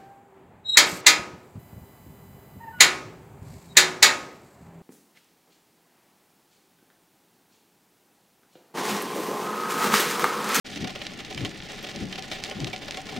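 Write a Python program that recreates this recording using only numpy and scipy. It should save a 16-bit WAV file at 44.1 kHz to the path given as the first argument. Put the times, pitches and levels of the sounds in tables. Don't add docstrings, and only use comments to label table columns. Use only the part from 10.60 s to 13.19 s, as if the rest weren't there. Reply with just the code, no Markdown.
import sys
import numpy as np
from scipy import signal
from scipy.fft import rfft, irfft
from scipy.io import wavfile
from scipy.ndimage import uniform_filter1d

SR = 44100
rng = np.random.default_rng(int(sys.argv[2]) if len(sys.argv) > 2 else 0)


def wav_out(sig):
    wavfile.write(sys.argv[1], SR, np.round(np.clip(np.atleast_2d(sig).T, -1, 1) * 32767).astype(np.int16))


N = 114219

# freq_hz, level_db
GLASS_SPECTRUM = [(100, -4), (700, -9), (1200, -14), (2000, 0), (4300, 2), (6000, 0), (8500, -8.5),
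                  (11500, -22.5), (16000, -25.5)]
ATTACK_S = 0.00082


def amp(db):
    return 10 ** (np.asarray(db) / 20)


def unit_rms(x):
    return x / np.sqrt(np.mean(x ** 2) + 1e-20)


def curve(points, hz):
    freq_hz, value = np.transpose(points)
    return np.interp(np.log(hz + 1), np.log(freq_hz + 1), value)


def add(mix, start_s, sound):
    part = mix[:, max(round(start_s * SR), 0):][:, :sound.shape[1]]
    part += sound[:, :part.shape[1]]


def pan(db):
    return unit_rms(amp(np.array([[.5], [-.5]]) * db))


def noise(size=N):
    return rng.standard_normal((2, size))


def impulse(db):
    log_gain = np.log(amp(np.r_[db, db[-2:0:-1]]))
    response = np.fft.ifft(np.exp(signal.hilbert(log_gain).conj())).real
    return response / np.linalg.norm(response)


def convolve(x, response):
    return signal.fftconvolve(x, np.atleast_2d(response), axes=1)[:, :N]


def reflections(decay_s, size=6000):
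    burst = noise(size) * np.exp(-np.arange(size) / SR / decay_s)
    return burst / np.linalg.norm(burst[0])


def cabin(x, spectrum, size=4096):
    # freq_hz, coherence
    likeness = [(50, 0.4), (150, 1.05), (350, 0.7), (1000, 0.62), (2500, 0.81), (6000, 0.88), (10000, 0.5)]
    # freq_hz, left_minus_right_db
    balance = [(25, -1.5), (100, 7), (300, 2.5), (700, 1), (2000, -1.3), (6000, -1.3), (14000, 7.5)]
    colour = impulse(curve(spectrum, np.fft.rfftfreq(size, 1 / SR)))
    left, other = rfft(convolve(x, colour))
    hz = np.fft.rfftfreq(N, 1 / SR)
    coherence = np.clip(curve(likeness, hz), 0, 1)
    right = coherence * left + np.sqrt(1 - coherence ** 2) * other
    tilt = amp(curve(balance, hz) / 2)
    return irfft([left * tilt, right / tilt], N)


def road():
    # freq_hz, level_db
    rumble_spectrum = [(10, -22), (22, 2), (32, -2), (55, -8.5), (80, -6), (130, -3.5), (200, 2),
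                       (350, -3.5), (600, -14), (1500, -32.5), (8000, -73)]
    # freq_hz, level_db
    tyre_spectrum = [(200, -18), (550, -6.5), (800, 3.5), (950, -8), (1400, -12.5), (3000, -35.5)]
    rise_db_per_s = 3
    roar = amp(-60 + rise_db_per_s * np.arange(N) / SR) * cabin(noise(), tyre_spectrum)
    return amp(-45.5) * cabin(noise(), rumble_spectrum) + roar


def rain_wash():
    # freq_hz, level_db
    wash_spectrum = [(100, -5), (300, -3), (810, 2), (900, -9.5), (1450, 2.5), (1550, -3), (1750, 7),
                     (2300, 4), (3500, 2.5), (6000, -6.5), (8500, -19.5), (11500, -23.5), (16000, -29)]
    flutter_db = 1.5 * unit_rms(uniform_filter1d(rng.standard_normal(N), size=500))
    return amp(-46) * cabin(unit_rms(amp(flutter_db)) * noise(), wash_spectrum)


def splat_power(level_db, length_s, fall_s=0.0056, size=4000):
    t = np.arange(size)[None] / SR
    rise = np.minimum(t / ATTACK_S, 1)
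    release = np.exp(-np.maximum(t - length_s, 0) / fall_s)
    return (amp(level_db) * rise * release) ** 2


def panel_ring(detune=.03, size=6000):
    # pitch_hz, relative_db, t60_s
    modes = [(419, 4.5, 0.081), (578, 6, 0.055), (747, 3, 0.14), (809.6, -4.5, 0.15), (1060, -1, 0.053),
             (1452, -6.5, 0.12)]
    t = np.arange(size) / SR
    ring = np.zeros(size)
    for pitch_hz, relative_db, t60_s in modes:
        cycles = pitch_hz * (1 + detune * rng.uniform(-1, 1)) * t + rng.random()
        ring += amp(relative_db - 60 * t / t60_s) * np.sin(2 * np.pi * cycles)
    return amp(-1.5) * ring / np.linalg.norm(ring)


def roof_splats(small_per_s=44, small_length_s=0.022, full_spray_s=0.024):
    # start_s, level_db, length_s, boom_relative_db
    heavy_drops = [(0.058, -42, 0.02, -23), (0.116, -42, 0.027, -19), (0.157, -37, 0.019, -26),
                   (.204, -39.5, 0.026, -13), (0.242, -33.5, 0.0062, 0), (.272, -36.5, 0.0086, 0.5),
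                   (0.293, -35, 0.014, -3), (0.352, -34, 0.008, -1.5), (0.418, -35.5, 0.0049, -4.5),
                   (0.461, -43.5, 0.0077, -17), (0.591, -39, 0.017, -9), (0.645, -41, 0.014, -29),
                   (0.704, -38.5, 0.0072, 2.5), (0.774, -32.5, 0.0043, -3.5), (0.805, -36, 0.008, -8),
                   (0.848, -30.5, 0.0097, -4), (1.087, -41.5, 0.032, -13), (1.13, -39.5, 0.015, -4),
                   (1.176, -41, 0.018, -10), (1.235, -35.5, 0.015, -6), (1.263, -37.5, 0.01, -18),
                   (1.288, -36.5, 0.01, -28), (1.408, -42.5, 0.023, -24), (1.524, -37, 0.0097, -9),
                   (1.578, -36, 0.015, -1), (1.634, -38.5, 0.01, -17), (1.712, -31.5, 0.024, -8),
                   (1.742, -39, 0.024, -10), (1.848, -35, 0.016, -5.5), (1.877, -37.5, 0.014, -1.5),
                   (1.911, -37.5, 0.0095, 2.5), (2.068, -33.5, 0.0078, -1), (2.13, -31.5, 0.01, -1),
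                   (2.279, -34, 0.0059, -1.5), (2.343, -34, 0.0051, -4), (2.371, -36.5, 0.0068, 1),
                   (2.487, -36, 0.0094, -6), (2.521, -36.5, 0.0052, 0), (2.562, -35, 0.0089, -1)]
    # freq_hz, level_db
    roof_spectrum = [(60, -22), (200, -2.5), (450, -3), (810, 1.5), (900, -15.5), (1450, -3.5),
                     (1550, -12.5), (1750, 0.5), (2300, 1.5), (3300, 1), (4500, -5.5), (6200, -11.5),
                     (8500, -20.5), (11500, -26.5), (16000, -28)]
    small_drops = [(rng.uniform(0, N / SR), -49 + rng.uniform(-5.5, 5.5), small_length_s, -1.5)
                   for _ in range(round(small_per_s * N / SR))]
    power, spray_power, boom = np.zeros((3, 2, N))
    for start_s, level_db, length_s, boom_db in [*heavy_drops, *small_drops]:
        add(power, start_s, splat_power(level_db - 1, length_s))
        spray_share = min(length_s / full_spray_s, 1) ** 2
        add(spray_power, start_s, spray_share * splat_power(level_db - 12, length_s))
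        push = np.sqrt(splat_power(level_db + boom_db, length_s))
        add(boom, start_s, convolve(push * noise(push.size), panel_ring()))
    flicker = unit_rms(uniform_filter1d(rng.standard_normal(N), size=30))
    grain = unit_rms(np.exp(0.78 * np.tanh(flicker)))
    splats = np.sqrt(power) * grain * noise()
    spray = cabin(np.sqrt(spray_power) * grain * noise(), GLASS_SPECTRUM)
    echo = amp(-8) * convolve(splats, reflections(decay_s=0.015))
    flat_spectrum = [(1, 0), (SR, 0)]
    return cabin(splats + echo, roof_spectrum) + spray + cabin(boom, flat_spectrum)


def glass_tick(level_db, bright_db, pan_db, size=512):
    shelf_hz, spread_s, dashboard_s, click_s = 5400, 0.00088, .0034, .0004
    hz = np.fft.rfftfreq(size, 1 / SR)
    shelf_db = (bright_db + 8) * (1 - 1 / (1 + (hz / shelf_hz) ** 6))
    click = impulse(curve(GLASS_SPECTRUM, hz) + shelf_db)
    delay_s = spread_s / np.sqrt(1 + hz / 1000)
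    click = irfft(rfft(click) * np.exp(-2j * np.pi * np.cumsum(delay_s) * hz[1]))
    far_db = max(-21 - level_db, -20 - bright_db)
    soften_db = np.clip(.6 * far_db, 0, 4)
    mid, side = reflections(decay_s=.004, size=1500)
    path = amp(-7.5 + soften_db) * np.array([mid + .3 * side, mid - .3 * side])
    path[:, :1] += pan(pan_db) * amp(-soften_db)
    path[:, round(dashboard_s * SR)] += amp(-14)
    return amp(level_db - 2.5) * np.sqrt(click_s * SR) * convolve(path, click)


def windscreen(small_per_s=100):
    # start_s, level_db, bright_db, pan_db
    large_drops = [(.069, -26, -15, 7), (0.1599, -24, -12, -4), (0.2744, -22, -16, -1),
                   (0.4163, -19, -39, -7), (0.4517, -24.5, -27, -2), (0.4674, -18.5, -20, -5),
                   (.649, -23.5, -17, 0), (0.7024, -25.5, -21, -4), (0.7273, -24.5, -18, -6),
                   (0.7471, -23, -9, -2), (0.8491, -24, -3, -2), (1.003, -24, -40, -3),
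                   (1.0231, -25, -26, -1), (1.3145, -25, -16, -2), (1.3606, -23.5, -10, 4),
                   (1.5266, -19.5, -29, -8), (1.5571, -17.5, -37, -7), (1.6239, -22, -14, 5),
                   (1.8383, -15, -10.5, -2), (1.8473, -22.5, -13, -10), (1.8983, -23, -7, -1),
                   (2.0032, -22, -9, 2), (2.045, -16.5, -18, -3.5), (2.1622, -22, -17, -3),
                   (2.2819, -24.5, -20, -2), (2.3092, -17.5, -14, -3.5), (2.3216, -23, -20, -5),
                   (2.3723, -23, -8, 3)]
    out = np.zeros((2, N))
    for start_s, *drop in large_drops:
        add(out, start_s, glass_tick(*drop))
    for strength, bright, side in rng.standard_normal((round(small_per_s * N / SR), 3)):
        level_db = -35.5 + 2.6 * min(strength, 2)
        tick = glass_tick(level_db, bright_db=-7 + 4 * bright, pan_db=side - 1)
        add(out, rng.uniform(0, N / SR), tick)
    return out


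def wipers():
    # turn_s, judder_db, judder_width_s, thump_db, thump_hz, ring_db
    turns = [(0.232, -32, 0.03, -38, 215, -41), (0.833, -33.5, 0.037, -28, 118, -48),
             (1.434, -32.5, 0.028, -31.5, 205.3, -37.5), (2.038, -33.5, 0.044, -28, 130, -55),
             (2.595, -36.5, 0.026, -29, 204, -48)]
    # freq_hz, level_db
    rubber_spectrum = [(20, -29), (55, -5.5), (85, -6), (130, -0.5), (190, -2), (320, -0.5), (450, -11.5),
                       (800, -27), (1500, -65)]
    rise_s, fall_s, sag_per_s = 0.018, .012, 9
    ring_hz, ring_peak_s = 187, 0.059
    rub_power, arms = np.zeros((2, N))
    for turn_s, judder_db, judder_width_s, thump_db, thump_hz, ring_db in turns:
        t = np.arange(N) / SR - turn_s
        judder, drag, catch = (0, 0, judder_width_s), (-16.5, 0, 0.2), (-6, 0.068, 0.016)
        for relative_db, lead_s, width_s in (judder, drag, catch):
            rub_power += amp(judder_db + relative_db) ** 2 * np.exp(-((t + lead_s) / width_s) ** 2)
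        pitch_hz = thump_hz * np.exp(-sag_per_s * np.clip(t, -2 * rise_s, fall_s))
        cycles = np.cumsum(pitch_hz) / SR + rng.random()
        swell = np.exp(-(t / np.where(t < 0, rise_s, fall_s)) ** 2 / 2)
        arms += amp(thump_db) * swell * np.sin(2 * np.pi * cycles)
        age = np.maximum(t, 0) / ring_peak_s
        ring = np.sin(2 * np.pi * (ring_hz * t + rng.random()))
        arms += amp(ring_db) * age ** 2 * np.exp(1 - age ** 2) * ring
    return cabin(np.sqrt(rub_power) * noise(), rubber_spectrum) + arms * pan(db=5.5)


def pings(t60_cycles=143, size=6000):
    # start_s, pitch_hz, level_db
    tones = [(0.778, 3090, -34), (0.849, 3120, -26.5), (1.23, 12500, -36), (1.527, 3140, -28.5),
             (1.911, 3035, -30.5), (2.132, 2304, -30)]
    out, t = np.zeros((2, N)), np.arange(size) / SR
    for start_s, pitch_hz, level_db in tones:
        cycles = pitch_hz * t
        envelope = amp(level_db - 60 * cycles / t60_cycles) * np.minimum(t / ATTACK_S, 1)
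        add(out, start_s, envelope * np.sin(2 * np.pi * cycles) * pan(db=-4.5))
    return out


def scene():
    return road() + rain_wash() + roof_splats() + windscreen() + wipers() + pings()


def record(dry):
    silence_s, fade_s, cutoff_hz = 0.044, 0.0083, 16000
    fade = np.clip((np.arange(N) / SR - silence_s) / fade_s, 0, 1)
    lowpass = signal.firwin(511, cutoff_hz, window=("kaiser", 9), fs=SR)
    return signal.oaconvolve(dry * fade, lowpass[None], "same")


dry = scene()
out = record(dry)
wav_out(out)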